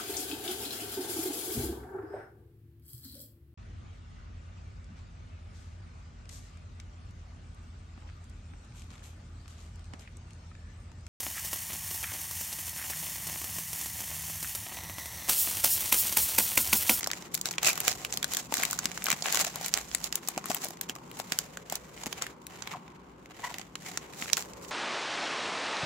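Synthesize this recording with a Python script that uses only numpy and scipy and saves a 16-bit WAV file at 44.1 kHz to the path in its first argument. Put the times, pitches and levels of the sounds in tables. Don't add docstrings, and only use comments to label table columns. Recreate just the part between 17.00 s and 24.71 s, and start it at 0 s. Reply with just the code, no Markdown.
import sys
import numpy as np
from scipy import signal
from scipy.io import wavfile

SR = 44100
rng = np.random.default_rng(int(sys.argv[2]) if len(sys.argv) > 2 else 0)


def log_audio(samples):
    frames = np.atleast_2d(samples).T
    limited = np.clip(frames, -1, 1)
    pcm = np.round(limited * 32767).astype(np.int16)
    wavfile.write(sys.argv[1], SR, pcm)


N = 340011

# (low edge [Hz], high edge [Hz], left-right likeness [0-1], t60 of a soft snap [s], rustle weight [dB])
FOIL_RANGES = [(311, 1400, 0.55, 0.014, -4), (1160, 3160, 0.21, 0.016, 0), (3250, 7450, 0.028, 0.012, -7),
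               (7900, 18900, 0.0193, 0.012, -9.5)]


def from_db(db):
    return 10 ** (np.asarray(db) / 20)


def rms_one(x):
    return x / np.sqrt(np.mean(x ** 2) + 1e-20)


def in_time(rows):
    times, *columns = np.transpose(rows)
    return [np.interp(np.arange(N) / SR, times, column) for column in columns]


def at_hz(points, hz):
    frequencies, values = np.transpose(points)
    return np.interp(np.log(hz), np.log(frequencies), values)


def band(x, low_hz, high_hz):
    sos = signal.butter(2, [low_hz, min(high_hz, .45 * SR)], "band", fs=SR, output="sos")
    return signal.sosfilt(sos, x)


def resonance(x, hz, width_hz):
    r = np.exp(-np.pi * width_hz / SR)
    feedback = [1, -2 * r * np.cos(2 * np.pi * hz / SR), r * r]
    return signal.lfilter(np.array([1, 0, -1]) * (1 - r * r) / 2, feedback, x)


def drift(rate_hz):
    r = np.exp(-80 * np.pi * rate_hz / SR)
    slow = signal.lfilter([1], [1, -2 * r, r * r], rng.standard_normal(N // 40 + 2002))[2000:]
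    return np.interp(np.arange(N) / 40, np.arange(len(slow)), rms_one(slow))


def stereo(mid, side, alike):
    shared, opposed = np.sqrt(1 + alike) * mid, np.sqrt(1 - alike) * side
    return np.array([shared + opposed, shared - opposed])


def lay(times, bursts):
    size = bursts.shape[2]
    at = (times * SR).astype(int)[:, None] + np.arange(size)
    return np.array([np.bincount(at.ravel(), side.ravel(), N + size)[:N] for side in bursts])


def room_tone(patchy_db):
    # (frequency [Hz], relative density [dB])
    spectrum = [(15, -57), (25, -29.5), (41, -36), (59, -6.5), (97, -35.5), (145, 17.5), (175, -11),
                (256, -5.5), (545, -12.5), (591, -44.5), (796, -14.5), (1020, -12), (1130, -22),
                (1230, -18), (16000, -70.5)]
    # (time [s], level [dB])
    levels = [(0.0, -48.5), (6.89, -52), (7.71, -49.5)]
    # (frequency [Hz], likeness [0-1])
    likeness = [(30, 0.83), (60, 0.93), (150, 0.87), (300, 0.99), (640, 0.041), (1500, .02)]
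    # (frequency [Hz], level [dB], width [Hz])
    hum_bands = [(59.4, -77, 9.8), (173.5, -59.5, 14.0)]
    rumble, edges_hz = 0, 25 * 2 ** np.arange(0, 9.6, .5)
    white = rng.standard_normal((2, 2, N))
    for k, (low, high) in enumerate(zip(edges_hz, edges_hz[1:])):
        hz = np.sqrt(low * high)
        gain = from_db(at_hz(spectrum, hz) + patchy_db * drift(0.65))
        rumble = rumble + gain * stereo(*band(white[k % 2], low, high), at_hz(likeness, hz))
    hum = sum(from_db(db) * rms_one(resonance(rng.standard_normal(N), hz, width))
              for hz, db, width in hum_bands)
    return from_db(in_time(levels)[0]) * rms_one(rumble) * from_db([[.7], [-.7]]) + hum


def room_tail(x, t60_s, level_db, wall_cut_hz):
    t = np.arange(SR // 3) / SR
    envelope = from_db(-60 * t / t60_s) * (1 - np.exp(-t / 0.0011))
    tail = stereo(*rng.standard_normal((2, len(t))), alike=0.51) * envelope
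    tail = signal.lfilter([1], [1, -np.exp(-2 * np.pi * wall_cut_hz / SR)], tail)
    tail = tail / np.sqrt(np.sum(tail ** 2, axis=1, keepdims=True))
    return from_db(level_db) * signal.fftconvolve(x, tail, axes=1)[:, :N]


def microphone_ports(x):
    # (frequency [Hz], width [Hz], boost [dB])
    left_port = [(604, 4400, 1), (2260, 350, 1.5), (7520, 610, 10), (12030, 3850, 6.5)]
    right_port = [(5330, 3950, 5.64), (6910, 720, 7.5), (15400, 1100, 4.1)]
    out = []
    for channel, peaks in zip(x, (left_port, right_port)):
        for hz, width, boost_db in peaks:
            channel = channel + (from_db(boost_db) - 1) * resonance(channel, hz, width)
        out.append(channel)
    return np.array(out)


def card_knocks(cycles):
    # (time [s], relative level [dB], pitch [Hz])
    blows = [(.878, -30, 410), (1.524, -33, 306), (1.585, -34, 280), (1.853, -30.5, 220), (2.13, -30, 167),
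             (3.371, -29, 265), (3.498, -28, 256), (3.896, -33.5, 282), (4.32, -33.5, 258),
             (4.724, -32.5, 333), (5.067, -28.5, 238), (7.221, -34.5, 227)]
    times, level_db, hz = np.transpose(blows)[:, :, None]
    t = np.arange(2048) / SR
    thud = from_db(level_db + 6.5) * np.sin(2 * np.pi * hz * t) * from_db(-60 * t * hz / cycles)
    thud = band(thud, 167, 1200)
    return lay(times[:, 0], np.array([thud, 0.71 * thud]))


def skin_squeaks(waver, third_db, scrape_db):
    # (start [s], end [s], first pitch [Hz], last pitch [Hz], level [dB], octave over tone [dB])
    slides = [(5.729, 5.757, 1360, 825, -37.5, -16), (5.747, 5.763, 760, 770, -38.5, -25),
              (5.769, 5.771, 734, 780, -40, -19), (6.43, 6.46, 1022, 1028, -35, -4.5),
              (6.468, 6.481, 1054, 990, -37, -2), (6.493, 6.515, 980, 945, -40, -18),
              (6.511, 6.517, 820, 790, -37.5, -18), (6.845, 6.893, 1060, 1122, -59, 12.5)]
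    out = np.zeros(N)
    bend, stutter = 1 + waver * drift(180), from_db(4.0 * drift(220))
    grit = rms_one(band(rng.standard_normal(N), 1800, 6100))
    for start, end, from_hz, to_hz, level_db, octave_db in slides:
        span = slice(int(start * SR), int(end * SR))
        count = span.stop - span.start
        phase = 2 * np.pi * np.cumsum(np.linspace(from_hz, to_hz, count) * bend[span]) / SR
        scrape = from_db(scrape_db) * grit[span] * (1 + np.cos(phase))
        upper = np.sin(2 * phase) + from_db(third_db) * np.sin(3 * phase) + scrape
        envelope = from_db(level_db) * np.sqrt(np.hanning(count))
        out[span] += envelope * (np.sin(phase) + from_db(octave_db) * upper)
    return out * stutter * from_db([[.7], [-.7]])


def finger_effort():
    # (time [s], level [dB], middle over treble [dB])
    contact = [(0, -56, 6), (.3, -62.5, 8), (.8, -50.5, -5), (1.05, -55, -13), (1.5, -57, -2),
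               (1.9, -48.5, -25), (2.55, -48.5, 3), (2.9, -52, -6), (3.3, -58.5, 3), (3.8, -73.5, 14),
               (4, -62, 1.5), (4.55, -62.5, 3.5), (5, -57, -0.5), (5.38, -75, -7), (5.9, -67, 9.5),
               (6.22, -73.5, 3.5), (6.3, -59.5, 9), (6.73, -74.5, 7), (6.93, -56.5, 7), (7.55, -61.5, 5)]
    # (peak time [s], level [dB], 20 dB swell [s], 20 dB fall [s], middle over treble [dB])
    squeezes = [(0.041, -42.5, 0.13, 0.33, -11), (.349, -43, .05, .12, -22), (0.471, -41, 0.037, .1, -4),
                (0.631, -39.5, 0.057, .6, 1.5), (.886, -29.5, 0.099, .12, -4.5),
                (1.137, -39, 0.038, 0.092, -6), (1.242, -47, .06, 0.15, 1), (1.345, -36.5, .08, .17, -5.5),
                (1.537, -32, 0.023, 0.28, -9), (1.605, -39.5, 0.09, 0.11, 3.5),
                (1.656, -37.5, 0.042, 0.087, -2.5), (1.732, -39.5, 0.15, .08, -7.5),
                (1.859, -44.5, 0.22, 0.22, 3), (2.12, -35.5, 0.14, 0.11, 1.5),
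                (2.27, -35.5, 0.044, .2, 1.5), (2.405, -29.5, 0.22, .12, -3.5),
                (2.656, -38, .06, 0.13, -5.5), (2.773, -31, .04, .05, -1), (3.058, -35.5, .2, .05, -4),
                (3.141, -46.5, 0.033, 0.2, 1), (3.287, -45, 0.082, 0.11, -4), (3.382, -42.5, .07, .06, 2.5),
                (3.511, -34, 0.055, 0.13, -5), (3.639, -35, .08, 0.1, -4.5),
                (3.826, -47.5, 0.022, 0.076, -2), (3.9, -41, 0.018, 0.027, 2.5),
                (4.192, -43, 0.099, 0.12, -2.5), (4.4, -44.5, 0.26, .13, -0.5),
                (4.744, -42, 0.045, 0.061, 0.5), (5.059, -36.5, .08, .07, -0.5),
                (5.24, -49, 0.18, 0.12, 4.5), (5.422, -49.5, 0.017, 0.024, -0.5),
                (5.542, -51, 0.074, 0.22, 4), (5.733, -49, 0.2, 0.048, 8), (6.452, -43.5, 0.12, 0.2, 4),
                (6.868, -43, .12, 0.19, -1.5), (7.221, -39, 0.12, .2, -6.5),
                (7.38, -34.5, 0.027, 0.11, -4.5), (7.7, -45, .2, .1, -10)]
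    t = np.arange(N) / SR
    coarse_t = t[::40]
    touch_db, middle_db = (curve[::40] for curve in in_time(contact))
    power = from_db(2 * np.array([touch_db, touch_db + middle_db]))
    for peak_s, db, swell_s, fall_s, over_db in squeezes:
        away = np.where(coarse_t < peak_s, (peak_s - coarse_t) / swell_s, (coarse_t - peak_s) / fall_s)
        power = power + from_db(2 * (db - 20 * away + np.array([[0], [over_db]])))
    return [np.interp(t, coarse_t, 10 * np.log10(p)) for p in power]


def tiny_creases(per_s, uneven_db, clump_db, grain_s):
    onsets = rng.random(N) < per_s * from_db(clump_db * drift(25)) / SR
    sizes = onsets * from_db(uneven_db * np.minimum(rng.exponential(1, N), 4))
    grains = signal.lfilter([1], [1, -np.exp(-1 / (grain_s * SR))], sizes + 1e-18)
    tracks = []
    for low_hz, high_hz, alike, _, weight_db in FOIL_RANGES:
        crackle = stereo(*rng.standard_normal((2, N)), alike) * grains
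        tracks.append(from_db(weight_db) * rms_one(band(crackle, low_hz, high_hz)))
    return tracks


def foil_rustle(tick_db_per_db):
    # (frequency [Hz], width [Hz], boost [dB])
    pocket = [(770, 98, 9.5), (2060, 370, 1.5)]
    treble_db, middle_db = finger_effort()
    rubs = tiny_creases(per_s=1800, uneven_db=5.0, clump_db=3.5, grain_s=0.0031)
    ticks = tiny_creases(per_s=200, uneven_db=4.0, clump_db=4.0, grain_s=0.00026)
    tick_gain = from_db(-9.5 + tick_db_per_db * (treble_db + 48))
    bass, middle, treble, top = ((rub + tick_gain * tick) / np.sqrt(1 + tick_gain ** 2)
                                 for rub, tick in zip(rubs, ticks))
    body = bass + middle
    body = body + sum((from_db(db) - 1) * resonance(body, hz, width) for hz, width, db in pocket)
    return from_db(middle_db - 5.0) * body + from_db(treble_db - 1.16) * (treble + top)


def foil_rip(ring_hz, ring_width_hz, ring_db):
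    # (time [s], treble level [dB])
    tear = [(0.637, -52), (0.646, -29), (.655, -28), (0.67, -19.5), (.68, -22.5), (0.694, -26.5),
            (0.704, -30), (.715, -33), (.73, -51)]
    bass, middle, treble, top = tiny_creases(per_s=15000, uneven_db=7.5, clump_db=1.5, grain_s=0.00093)
    crackle = from_db(-9.5) * bass + from_db(-18.0) * middle + treble + from_db(1.5) * top
    ring = from_db(ring_db) * rms_one(resonance(middle, ring_hz, ring_width_hz))
    level_db, = in_time([(tear[0][0] - .005, -120)] + tear + [(tear[-1][0] + .005, -120)])
    return from_db(level_db) * (crackle + ring)


def lesser_snaps(count, crowding, over_effort_db, spread_db):
    panels_hz = [1150, 1510, 2290, 3400]
    effort_db = finger_effort()[0]
    work = np.cumsum(from_db(crowding * effort_db))
    where, which = rng.random((count, 2)).T
    size, top, pitch, panel, pan = rng.standard_normal((count, 5)).T
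    at = np.searchsorted(work, work[-1] * (np.arange(count) + where) / count).clip(0, N - 1)
    hz = np.array(panels_hz)[(which * len(panels_hz)).astype(int)] * (1 + .06 * pitch)
    treble_db = effort_db[at] + over_effort_db + spread_db * size
    return np.transpose([at / SR, treble_db, -4 + 5.0 * top, hz, -7 + 0.86 * panel, 3.5 * pan])


def foil_snaps(crack, rise_s, cycles, ring_db, skirt_db, skirts_db_per_octave):
    # (time [s], relative treble level [dB], top over treble [dB],
    # panel pitch [Hz], panel over treble [dB], left over right [dB])
    clearest = [(0.0082, -24.5, 2, 2070, -5, 1), (0.0303, -19, -14, 2100, -3.5, 3),
                (0.0426, -18, -7, 2180, -13, 2), (0.0626, -30, -5, 1500, 2, -1),
                (0.0724, -17.5, 0.5, 814, -7, 3), (0.1017, -40, -12, 2220, 15.5, 3),
                (0.1141, -14, -2, 2500, -5, 0), (0.133, -22, -20, 2320, 0.5, 0),
                (0.2231, -33.5, -8, 3560, 2, -2), (0.3395, -29, -2, 3400, -4, 2),
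                (0.3433, -21, 5.5, 2400, -6, 6.5), (0.3497, -15.5, 3, 3490, -32, 1),
                (0.3755, -29, 1, 2430, 0.5, 0), (0.4127, -20.5, 1, 3450, -27, -3),
                (0.4565, -12, -5, 2720, -6, 5.5), (0.4645, -25, -6, 3400, -16, 2),
                (0.4718, -29, -14, 890, -20, -2), (0.4871, -21, -24, 715, -14, -3),
                (0.5098, -22, -8, 3400, -5, 4), (0.5138, -28, 4, 870, -12, 0),
                (0.5279, -29, -4, 3300, -8.5, 5.5), (0.538, -36, -2, 2400, 7.5, 2),
                (0.5821, -23, -18, 2560, 8.5, 0), (0.6307, -14, -2, 2560, -6, 2.5),
                (0.6461, -14.5, -8, 2540, -3, 5), (0.657, -11, -6, 2480, -10.5, -2),
                (0.684, -20.5, -6, 1600, 7, 2), (0.6905, -18, 5, 2500, -7, 3),
                (0.7192, -28, -5, 2430, -9.5, -11), (0.7305, -22, 1, 795, -15, 0),
                (0.7551, -26, -2, 2400, -8, -3), (0.7766, -27.5, 7, 1420, 6.5, 0),
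                (0.803, -23, 12.5, 2900, -1, 3), (0.833, -42, -3, 2300, -1, 2),
                (0.8799, -5, -1, 2440, -4, -0.5), (0.8944, -22, -7, 2190, -6, 0),
                (0.9143, -21, -6, 3480, -11, -1), (1.0484, -21, 0, 2960, 2, 1),
                (1.1251, -17, -26, 2600, -10, 2), (1.1387, -20, -1, 750, -19, -2),
                (1.1728, -16, -1, 3450, -4.5, -2), (1.2281, -21.5, 0, 3470, 5, 0),
                (1.2431, -14.5, -4, 1570, -5, 1.5), (1.3357, -16, 2, 3550, -3, 4),
                (1.3473, -18, 2.5, 3260, -1.5, 0), (1.369, -15.5, -1, 3570, -2, -1),
                (1.5233, -26, -3, 873, 5.5, 3), (1.54, -15.5, 4.5, 3500, 2, -2),
                (1.5698, -23.5, 1, 1550, -3, 1), (1.5803, -20.5, -5, 780, -16, 1),
                (1.6339, -17, 4, 2200, 3.5, 0), (1.6514, -17.5, -1, 2150, -8, 5),
                (1.7098, -20, 6, 3300, -13, 7), (1.7298, -18.5, 3, 1460, -4.5, 3),
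                (1.7893, -16.5, -3, 1480, -8, -1.5), (1.8556, -11.5, -5, 5300, -1, 0),
                (1.9154, -29, -4, 2290, 1.5, -2), (1.9756, -25, -4, 1510, 2, -1),
                (2.0214, -32, -13, 2360, 7, 2), (2.0412, -28.5, 16.5, 2820, -17, -2),
                (2.0574, -15.5, -4, 2150, -15, -1), (2.0663, -25, 8, 1620, 8, 0.5),
                (2.0844, -21, -11, 1340, 1.5, 7), (2.1024, -11.5, 2, 2370, -3.5, -7),
                (2.1155, -14.5, -6, 3800, 1, 7), (2.1273, -18, 0, 2340, 1, -2),
                (2.2228, -19, -13, 720, -14.5, -5), (2.2579, -42, -10, 1640, 26, 4),
                (2.2637, -23, -1, 2400, -12, 5), (2.27, -44, -13, 750, 17.5, 9),
                (2.2835, -24.5, -6, 2000, 5.5, 0), (2.2986, -27, -5, 2130, -5.5, -4),
                (2.3248, -15, -1, 4740, -1, 7), (2.346, -12.5, 1, 1090, -7.5, -1),
                (2.3558, -14, -3, 1980, -6, 5), (2.3717, -14, -2, 1560, -1, 2),
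                (2.3928, -16, -5, 2300, -8, 5), (2.3988, -22, 2, 824, -1, 4),
                (2.4043, -23, -5, 2200, -1, -11), (2.4118, -12, 1, 2130, -8, 0),
                (2.4468, -20.5, 2, 2330, -1, 2), (2.4673, -16.5, -23.5, 695, -8.5, -2),
                (2.488, -44, -8, 2500, 3, 0), (2.5575, -19.5, 2.5, 1070, -10, 4),
                (2.6116, -24.5, 1, 776, -8.5, 4), (2.645, -22, -17, 2110, -17, 1),
                (2.661, -24.5, 6, 2270, -1, 8), (2.6824, -24, 4, 3380, -6, 2),
                (2.7393, -3.5, -4, 3000, -11.5, -6), (2.9142, -31.5, -11, 3320, 3, 0),
                (2.9483, -11.5, -1, 2100, -7.5, 0), (3.0415, -17.5, -1, 3550, -16, -1),
                (3.1254, -19, -1.5, 3570, 0, 2.5), (3.1551, -18, 6.5, 3620, -9, -1),
                (3.2749, -27, 0, 3320, -6, -3), (3.2857, -21, 5.5, 820, -6, 2),
                (3.3768, -18, -4, 770, -3.5, 0), (3.441, -33, -17, 1090, 3.5, 4),
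                (3.4569, -30.5, 9, 1250, 2, 2), (3.4999, -23.5, -1, 630, -7, 7),
                (3.5049, -22, -7, 785, 0.5, 2), (3.5149, -26, -1, 1160, 3, 2),
                (3.5461, -26.5, 13, 2160, 2, 2), (3.5655, -39.5, -4, 960, 9, -1),
                (3.6446, -27, 9, 3190, -9, 2), (3.6535, -36, -4, 620, 3.5, 3),
                (3.685, -37, 11, 2330, -21.5, -2), (3.706, -31, 4, 775, -6, 1),
                (3.7708, -42, -2, 2230, 1.5, 2), (3.8116, -21.5, 6, 3500, -2, -1),
                (3.8896, -30, -8, 2700, -8, -3), (3.8957, -21, -3, 3120, 2, 0),
                (3.9528, -31.5, -2, 2470, -4, 2), (3.961, -37.5, 0, 1150, 4, 4),
                (3.985, -48, -4, 1180, 5, -2), (4.1141, -36.5, 6, 3180, 3.5, 4),
                (4.1993, -23.5, -4, 804, -2, 4), (4.3208, -17, -1, 2340, 2.5, -2),
                (4.331, -31, -4, 2500, -2, -1), (4.388, -7.5, -1, 3420, -8, 2),
                (4.5716, -29.5, -1, 1540, 4.5, -1), (4.6985, -26, 0, 3400, -1, 3),
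                (4.7236, -20.5, 3.5, 790, -1.5, -2), (4.7543, -19.5, 2.5, 3270, -14, 5),
                (4.976, -46, -9, 2180, 13, 0), (5.0356, -27, -11, 950, -6, -1),
                (5.0664, -28, 3.5, 890, -6, 1), (5.1271, -22.5, -4, 3130, 2.5, -1.5),
                (5.2218, -14, -11, 1400, -12, 1), (5.266, -34.5, 1, 1810, 8, -2),
                (5.4672, -29, 1.5, 2500, -7, -1), (5.6218, -27.5, -18, 1500, -1.5, -4),
                (5.6734, -37.5, 5, 2180, 14, -3.5), (5.7228, -39, 1, 1790, 3, -8),
                (5.879, -55, -2, 2200, 16, -5), (6.2583, -44, -3.5, 2200, 4.5, 3),
                (6.3945, -46, -8, 800, 12, 0), (6.5419, -31.5, 2, 2040, 9.5, 0),
                (6.5836, -27, -0.5, 1920, -2, 4), (6.595, -34.5, -11, 780, 3, -2),
                (6.614, -31.5, -7, 2040, 0, -2), (6.7544, -27, -7, 2800, 2, -1.5),
                (6.8631, -34, -8, 2190, -6, 0), (6.9736, -16.5, -10, 1360, -7, 0),
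                (7.135, -44, -4, 2150, 5, 2), (7.2165, -29, -3, 3500, -8, 0),
                (7.2231, -34.5, -1, 2040, 13, 3), (7.2577, -42.5, -11, 1350, 13, -1),
                (7.2807, -38.5, -7, 2000, 11, 7), (7.2916, -38, -7, 2400, 7, -2),
                (7.299, -28.5, -7, 2310, 5, -2), (7.3275, -27, -8, 804, -8, 2),
                (7.3316, -8, -4, 4800, -5, -5), (7.3696, -15.5, -1, 3430, 0.5, 1),
                (7.376, -28, 3, 1560, 0.5, 14), (7.4236, -28, -4, 2400, -2, 1),
                (7.5342, -33.5, -11, 2200, -0.5, -4), (7.6478, -38, -21, 2000, -2, -10)]
    lesser = lesser_snaps(count=14, crowding=.7, over_effort_db=8, spread_db=3)
    times, treble_db, top_db, panel_hz, panel_db, pan_db = np.vstack([clearest, lesser]).T[:, :, None]
    t = np.arange(1024) / SR
    jolts = rng.standard_normal((len(times), len(FOIL_RANGES), 2, len(t)))
    flip = jolts[:, :1, :, 0]
    jolts[:, :, :, SR // 1200] = crack * (flip + np.sign(flip) * [1, 0])
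    rise = 1 - np.exp(-(t / rise_s) ** 2)
    taut = from_db(0.44 * np.clip(treble_db + 18.5, 0, None))
    near_db = [panel_db + skirt_db - slope_db * abs(np.log2(panel_hz / np.sqrt(low * high)))
               for (low, high, *_), slope_db in zip(FOIL_RANGES, skirts_db_per_octave)]
    left, right, above, below = rng.normal(0, 1, (len(times), 4)).T[:, :, None]
    phase = 2 * np.pi * panel_hz * t + .5 * np.array([left, right])
    upper_mode = 0.41 * np.sin(phase * (1.27 + 0.17 * above))
    lower_mode = -0.3 * np.sin(phase * (0.736 + 0.069 * below))
    modes = np.sin(phase) + upper_mode + lower_mode
    out = from_db(panel_db + ring_db) * rise * modes * from_db(-60 * t * panel_hz / cycles)
    for k, over_db in enumerate(near_db + [0, top_db]):
        low_hz, high_hz, alike, t60_s, _ = FOIL_RANGES[k]
        envelope = rise * from_db(-60 * t * taut / t60_s)
        burst = band(stereo(jolts[:, k, 0], jolts[:, k, 1], alike) * envelope, low_hz, high_hz)
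        out = out + from_db(over_db) * burst / np.abs(burst).max(axis=2, keepdims=True)
    gains = from_db(treble_db + np.array([pan_db, -pan_db]) / 2)
    return lay(times[:, 0] - rise_s / 2, out * gains)


def scene():
    close = from_db(-2.5) * foil_snaps(crack=5.3, rise_s=0.0008, cycles=17.3, ring_db=2.5,
                                       skirt_db=-0.5, skirts_db_per_octave=[6.5, 2.5])
    close += foil_rustle(tick_db_per_db=0.68)
    close += foil_rip(ring_hz=2550, ring_width_hz=420, ring_db=-7)
    close += card_knocks(cycles=4.3)
    close += skin_squeaks(waver=0.062, third_db=-15, scrape_db=-16.5)
    reflections = room_tail(close, t60_s=0.092, level_db=-16, wall_cut_hz=8000)
    return microphone_ports(close + reflections) + room_tone(patchy_db=2.5)


def record(dry):
    rounded = 1.1 * np.tanh(dry / 1.1)
    softened = signal.sosfilt(signal.cheby2(8, 14, 16000, fs=SR, output="sos"), rounded)
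    return signal.sosfilt(signal.cheby2(14, 60, 16700, fs=SR, output="sos"), softened)


dry = scene()
out = record(dry)
log_audio(out)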